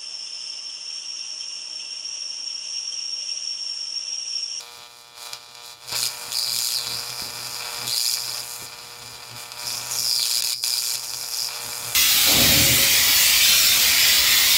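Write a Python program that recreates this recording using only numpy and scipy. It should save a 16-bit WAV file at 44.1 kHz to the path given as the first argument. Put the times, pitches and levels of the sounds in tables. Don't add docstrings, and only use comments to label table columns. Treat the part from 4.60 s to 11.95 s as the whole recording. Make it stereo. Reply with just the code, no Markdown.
import sys
import numpy as np
from scipy import signal
from scipy.fft import rfft, irfft, next_fast_len
from scipy.io import wavfile
from scipy.ndimage import uniform_filter1d, map_coordinates

SR = 44100
rng = np.random.default_rng(int(sys.argv[2]) if len(sys.argv) > 2 else 0)


def master_out(mix):
    frames = np.transpose(np.atleast_2d(mix))
    ceiling = np.clip(frames, -1, 1)
    pcm = np.round(ceiling * 32767).astype(np.int16)
    wavfile.write(sys.argv[1], SR, pcm)


def gain_from_db(level_db):
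    decades = np.asarray(level_db, float) / 20
    return 10 ** decades


N = 324135
STRIKE_HZ = 120
SIZE = next_fast_len(N + SR // 2)
HZ = np.fft.rfftfreq(SIZE, 1 / SR)
TIME = np.arange(N) / SR


def unit(x):
    return x / np.sqrt(np.mean(x ** 2) + 1e-20)


def columns(rows, at, scale=lambda v: v):
    first, *rest = np.transpose(rows)
    return np.array([np.interp(scale(at), scale(first), c) for c in rest])


def wobble(rate):
    return map_coordinates(rng.standard_normal(int(N * rate / SR) + 4), [TIME * rate])


def filtered(x, response):
    return irfft(rfft(x, SIZE) * response, SIZE)[..., :N]


def highpass(hz, order):
    return (1j * HZ / (hz + 1j * HZ)) ** order


def lowpass(hz, order=1):
    return 1 / (1 + 1j * HZ / hz) ** order


def resonance(hz, width_hz):
    return 1j * HZ * width_hz / (hz ** 2 - HZ ** 2 + 1j * HZ * width_hz)


def causal(db):
    cepstrum = irfft(np.log(gain_from_db(db)), SIZE)
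    cepstrum[:, 1:SIZE // 2] *= 2
    cepstrum[:, SIZE // 2 + 1:] = 0
    return np.exp(rfft(cepstrum))


def clicks(s, size):
    place = np.clip(np.ravel(s), 0, N / SR) * SR
    index = place.astype(int)[:, None] + np.arange(-7, 9)
    offset = index - place[:, None]
    kernel = np.sinc(offset) * np.cos(offset * np.pi / 16) ** 2
    weights = kernel * np.ravel(size)[:, None]
    return np.bincount(index.ravel() + 7, weights.ravel(), N + 32)[7:N + 7]


def excess(db, base_db):
    return np.sqrt(np.maximum(gain_from_db(db) ** 2 - gain_from_db(base_db) ** 2, gain_from_db(db - 15) ** 2))


def per_band(x, way, lo_hz, hi_hz):
    heard = filtered(x, way.mean(axis=0) * (HZ > lo_hz) * (HZ < hi_hz))
    return x / np.std(heard)


def shaky_tones(tones, level_db, level_rate, phase_rad, phase_rate):
    total = 0
    for multiple, db in tones:
        level = gain_from_db(db + level_db * wobble(level_rate))
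        shake = phase_rad * wobble(phase_rate)
        total = total + level * np.sin(2 * np.pi * STRIKE_HZ * multiple * TIME + shake)
    return total


def path():
    # hz, left_db, right_db
    ports = [(232, -33, -37), (410, -45, -5), (480, -19.5, -14), (840, -13, -3), (1213, -1.5, -4),
             (2140, -10, -12.5), (2675, -1, 4), (3070, -3, -11), (3990, -1.5, -1), (4756, 5, -2.5),
             (6500, -6, -1), (7590, -6.5, -16.5), (9900, -20, -14.5), (13900, -19.5, -19)]
    # hz, width_hz, left_db, right_db
    case = [(520, 220, 2.5, -20), (2344, 140, 3.5, -27.5), (3514, 30, 8, -24), (4350, 1130, 3, -3),
            (5040, 220, 5.5, 7.5), (7155, 1150, -2.5, 7), (9100, 290, 11, 3.5), (10570, 120, 5, -36),
            (10870, 200, 11, -29), (11570, 140, 8, -37)]
    # delay_ms, left_db, right_db
    bench_echoes = [(0.882, -30, -13), (1.252, -16.5, -61), (1.422, -16.5, -15.5), (2.099, -11.5, -19),
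                    (3.5, -29.5, -26), (4.298, -34, -12.5)]
    # hz, t60_s
    wall_decay = [(300, 0.42), (3000, 0.16), (12000, 0.015)]
    shell = 1 + sum(gain_from_db([[left], [right]]) * resonance(hz, width) for hz, width, left, right in case)
    right_lag = np.exp(-2j * np.pi * HZ * [[0], [.09e-3]])
    direct = -causal(columns(ports, HZ + 1, np.log)) * shell * right_lag
    bench = 1 + sum(gain_from_db([[left], [right]]) * np.exp(-2j * np.pi * HZ * ms / 1000)
                    for ms, left, right in bench_echoes)
    hz, t, noise = signal.stft(rng.standard_normal((2, SR // 3)), SR, nperseg=256)
    fade = gain_from_db(-60 * t / columns(wall_decay, hz + 1, np.log).T)
    tail = signal.istft(noise * fade, SR, nperseg=256)[1]
    walls = gain_from_db(-10) * rfft(np.pad(tail, ((0, 0), (130, 0))), SIZE) / np.linalg.norm(tail[0])
    return direct, direct * (bench + walls * highpass(900, order=2))


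def shape():
    # start_s, strike_db, train_db, fine_db (above the train)
    short_paths = [(0.0, -47.5, -48, -1.5), (0.267, -52, -50.5, -2), (0.425, -53, -55, -3),
                   (0.558, -46.5, -42, -3.5), (0.608, -44.3, -44, 0), (0.765, -51, -48.5, -5.5),
                   (0.95, -47, -47.5, -5.5), (1.033, -48, -43.5, -2.5), (1.141, -54.5, -55, -1.5),
                   (1.217, -48.5, -46, -4.5)]
    # start_s, strike_db, train_db, fine_db (above the train)
    long_paths = [(1.275, -45.5, -35, -5), (1.317, -34.5, -29.5, -4.5), (1.356, -43.0, -26.5, -1),
                  (1.482, -43.5, -37.5, -0.5), (1.716, -45.5, -28, -3.5), (1.925, -46.5, -26.5, -1),
                  (2.148, -43.8, -25, -5.5), (2.191, -42.5, -31.5, -3.5), (2.4, -43, -34.5, -2.5),
                  (3.0, -39.5, -33, -3), (3.268, -42, -25.7, -4), (3.352, -46.5, -25, -2.3),
                  (3.56, -43, -31, -2.5), (3.807, -45, -38.5, 2.5), (4.058, -46.5, -41.0, -4.3),
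                  (4.758, -43, -38, -1.5), (4.833, -45.5, -44.5, -1), (4.983, -42.2, -36, -1.5),
                  (5.06, -43.5, -28.5, -4), (5.183, -42, -31.5, -3.5), (5.308, -43, -25.5, -4.5),
                  (5.383, -47, -23.9, -4), (5.625, -46, -24.5, -2), (5.94, -67, -37.5, -4),
                  (6.027, -47, -26, -2), (6.36, -47, -33, -1.5), (6.71, -47, -27.5, -3.5),
                  (6.881, -41.5, -34.6, -2), (7.008, -42, -35, 2), (7.242, -40, -35, 4.6)]
    jump_s, creep_s = .016, .04
    slack_db, taut_db = -38, -25
    narrow_db, wide_db = -5, -1.5
    start_s, *levels = np.transpose(short_paths + long_paths)
    held = np.array(levels)[:, np.maximum(np.searchsorted(start_s, TIME) - 1, 0)]
    long = TIME > long_paths[0][0] - jump_s
    jump, creep = (uniform_filter1d(held, max(round(s * SR), 1), axis=1) for s in (jump_s, creep_s))
    strike_db, train_db, fine_db = np.where(long, jump, np.minimum(creep, jump + 3))
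    stretch = long * np.clip((train_db - slack_db) / (taut_db - slack_db), 0, 1)
    wide = stretch * np.clip((fine_db - narrow_db) / (wide_db - narrow_db), 0, 1)
    return strike_db, train_db, train_db + fine_db, long, stretch, wide


def room_floor():
    hiss = filtered(rng.standard_normal((2, N)), highpass(640, order=2) * lowpass(4000))
    return gain_from_db(-62) * unit(hiss)


def core():
    # multiple (of the strike rate), level_db (above the strike)
    buzz_tones = [(4, -8.5), (5, -16.5)]
    load_db = uniform_filter1d(shape()[0], size=4000)
    buzz = shaky_tones(buzz_tones, level_db=1.5, level_rate=8, phase_rad=.3, phase_rate=12)
    return gain_from_db(load_db) * buzz * gain_from_db([[-2.5], [1.5]])


def throb():
    # multiple (of the strike rate), level_db
    hum_tones = [(.5, -19), (1, 3.5), (1.5, -23), (2, -6.5)]
    # hz, density_db (per Hz)
    rumble_colour = [(12, -39), (20, -17), (59, -2.5), (119, -4), (312, -6.5), (450, -5.5), (580, -8),
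                     (990, -120)]
    # peak_s, peak_db (of the hum), width_s
    gas_swells = [(0.2, -60.5, 0.055), (0.74, -54, 0.043), (1.398, -47.5, 0.16), (1.7, -54.4, 0.067),
                  (1.93, -50, 0.13), (2.17, -54, 0.09), (2.35, -45, 0.17), (2.51, -46, 0.039),
                  (2.64, -57, 0.062), (2.8, -48.5, 0.42), (3.25, -42.5, 0.11), (3.69, -54, 0.23),
                  (3.81, -52.8, 0.062), (4.04, -49, 0.075), (4.221, -56, 0.12), (4.49, -49, 0.16),
                  (4.74, -42.5, 0.06), (5.07, -50.1, 0.07), (5.21, -46.5, 0.21), (5.4, -45.5, 0.11),
                  (5.54, -55.7, 0.19), (5.8, -57.4, 0.08), (5.87, -59.3, 0.04), (5.94, -71, 0.034),
                  (6.11, -66, 0.067), (6.38, -57.8, 0.12), (6.54, -52.5, 0.15), (6.84, -51.5, 0.084),
                  (7.06, -47, 0.069), (7.27, -46.5, 0.14)]
    # start_s, peak_db
    powder_puffs = [(1.325, -28), (1.684, -36), (2.154, -46), (2.494, -41), (2.622, -25), (3.195, -42.5),
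                    (4.024, -28.5), (4.425, -44), (5.052, -35), (5.851, -43), (6.095, -48), (7, -43),
                    (7.23, -38)]
    *_, long, stretch, _ = shape()
    calm_db = np.where(long, -58 - 3.5 * stretch, -66.5)
    swells = sum(gain_from_db(db - 6 * (2 * (TIME - s) / width) ** 2) ** 2 for s, db, width in gas_swells)
    hum_db = 10 * np.log10(gain_from_db(calm_db) ** 2 + swells)
    rumble_db = -55.5 + 0.82 * (hum_db + 49)
    hum = unit(shaky_tones(hum_tones, level_db=2.2, level_rate=30, phase_rad=.8, phase_rate=9))
    colour = gain_from_db(columns(rumble_colour, HZ + 1, np.log))
    mid, side = filtered(rng.standard_normal((2, N)), colour)
    rumble = unit(mid * gain_from_db(1.9 * wobble(25))) + gain_from_db(-16.5) * unit(side) * [[1], [-1]]
    s, db = np.transpose(powder_puffs)
    puffs = filtered(clicks(s, gain_from_db(db + 34)), resonance(130, 150) * lowpass(500))
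    return gain_from_db(hum_db - 2.0) * hum + gain_from_db(rumble_db + 2.0) * rumble + puffs


def snaps(way):
    # start_s, peak_db, low_db (low part against the peak)
    big_sparks = [(0.008, -26.5, -15), (0.733, -18.5, -32), (0.952, -31, -19), (1.278, -37, -20),
                  (1.325, -19.5, -30), (1.339, -37, -22), (1.355, -27, -19), (1.72, -21.5, -9),
                  (1.77, -25, -37), (2.187, -19.5, -27), (2.27, -22, -24), (2.503, -21, -14),
                  (3.654, -31, -24), (4.919, -23, -16), (5.061, -30, -21), (5.104, -18.5, -27),
                  (5.595, -16.5, -37.5), (5.823, -13, -13), (6.039, -14, -4), (6.536, -20.5, -13.5),
                  (6.711, -36, -23)]
    s, db, low_db = np.transpose(big_sparks)
    sharp = filtered(clicks(s, gain_from_db(db + 7.5)), highpass(800, order=2))
    dull = filtered(clicks(s, gain_from_db(db + low_db - 5)), lowpass(1800))
    loudest = np.abs(irfft(way.mean(axis=0), SIZE)).max()
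    return filtered(sharp + dull, way / loudest)


def streamers():
    chance = rng.random((9000, 2))
    jump_s = chance[:, 0] * N / SR
    crest = 0.48 + 0.49 * np.cos(2 * np.pi * STRIKE_HZ * (jump_s - .006))
    strays = clicks(jump_s, crest * gain_from_db(-3.3 * np.log(chance[:, 1] + .015)))
    return filtered(strays, lowpass(4500, order=2))


def strikes(start, burst, long, wide):
    wander_ms = .012 * long + .3 * wide
    wander = wander_ms / 1000 * rng.standard_normal(start.shape)
    return filtered(clicks(start + wander, burst), lowpass(2200, order=2))


def spark_trains(zero, start, burst, long, stretch, wide, starved):
    # time_s, sparks_per_s
    recharge = [(0, 4150), (1.27, 4020), (1.48, 4070), (1.52, 7100), (1.7, 3200), (1.76, 4800), (1.9, 4240),
                (2.05, 4900), (2.25, 3900), (2.4, 5130), (3.2, 5600), (3.27, 3640), (3.42, 5260),
                (5.1, 5670), (5.31, 6430), (5.62, 4290), (6.35, 5960), (7.35, 5300)]
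    rate = columns(recharge, zero).T
    disorder = np.where(long, .03 + .25 * wide, .04)
    length_ms = np.where(long, .09 + 0.56 * stretch ** 3 + 0.88 * wide, .14)
    length_ms = length_ms + .5 * long * starved
    scatter = rng.standard_normal((2, len(zero), 16))
    pace = rate * (1 + 0.41 * disorder * rng.standard_normal((len(zero), 1)))
    steps = np.abs(1 + disorder * scatter[0]) / pace
    after_ms = 1000 * (np.cumsum(steps, axis=1) - steps[:, :1])
    swell = np.exp(-(after_ms / length_ms - .6) ** 2) * gain_from_db(13 * disorder * scatter[1])
    swell = swell / np.linalg.norm(swell, axis=1, keepdims=True)
    train = clicks(start + after_ms / 1000, burst * swell)
    return filtered(train, highpass(1500, order=2) * lowpass(10000, order=2))


def fine_sparks(start, burst):
    from_hz = 7600
    t = TIME[:300] / 0.0014
    flare = signal.fftconvolve(clicks(start, burst), np.sqrt(t) * np.exp(-t ** 0.93))[:N]
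    shared, *own = rng.standard_normal((3, N)) * gain_from_db(2 * rng.standard_normal(N))
    return filtered((shared + np.array(own)) * (0.78 + unit(flare)), HZ ** 6 / (HZ ** 6 + from_hz ** 6))


def arc(direct, way):
    # start_s, end_s, level_db
    gaps = [
        (5.809, 5.8215, -30),
        (5.828, 5.8385, -30),
    ]
    # hz, gain_db
    short_colour = [(1300, -0.5), (1800, -2.5), (2300, -0.5), (2900, 1.5), (3600, 7), (5000, -0.5),
                    (5900, 7), (7200, 4)]
    strike_db, whistle_db, sizzle_db, long, stretch, wide = shape()
    flicker_db = 1.3 * (1 - stretch) * wobble(20)
    whistle_db, sizzle_db = whistle_db + flicker_db, sizzle_db + 0.88 * flicker_db
    stray = np.clip(long * 0.21 + 0.36 * stretch + 0.09, 0, 1)

    zero = np.arange(N * STRIKE_HZ // SR) / STRIKE_HZ
    now = (zero * SR).astype(int)
    long_now, stretch_now, wide_now = np.array([long, stretch, wide])[:, now, None]
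    starved = strike_db[now, None] < -53
    lag_ms = np.where(long_now, 2.9 + 1.097 * wide_now, 3.65)
    luck = rng.standard_normal((2, len(zero), 1))
    start = zero[:, None] + (lag_ms + .006 * luck[0]) / 1000
    burst = gain_from_db((1.2 + 1.2 * wide_now) * luck[1])

    strike = per_band(strikes(start, burst, long_now, wide_now), way, 450, 1600)
    crackle = per_band(streamers(), way, 450, 1600)
    low = np.sqrt(1 - stray) * strike + np.sqrt(stray) * crackle
    train = spark_trains(zero, start, burst, long_now, stretch_now, wide_now, starved)
    spill_db = strike_db + 8 + 10 * np.log10(stray + 0.0072)
    high = excess(whistle_db, spill_db) * per_band(train, way, 3000, 7800)
    sizzle = per_band(fine_sparks(start, burst), direct, 5580, 21000)
    fine = excess(sizzle_db, whistle_db - 9.0) * sizzle

    lit = gain_from_db(sum(db * (TIME > t0) * (TIME < t1) for t0, t1, db in gaps))
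    sparks = lit * (gain_from_db(strike_db) * low + high)
    elsewhere = causal(columns(short_colour, HZ + 1, np.log))[0]
    sparks = long * sparks + filtered(~long * sparks, elsewhere)
    return filtered(sparks, way) + filtered(lit * fine, direct)


def scene():
    direct, way = path()
    return room_floor() + core() + throb() + snaps(way) + arc(direct, way)


def top_cut(x):
    return signal.sosfilt(signal.butter(12, 16540, fs=SR, output="sos"), x)


def record(dry):
    ceiling, top_hz = .97, 15830
    limited = dry / (1 + np.abs(dry / ceiling) ** 6) ** (1 / 6)
    mix = filtered(limited, HZ < top_hz)
    return top_cut(mix)


dry = scene()
out = record(dry)
master_out(out)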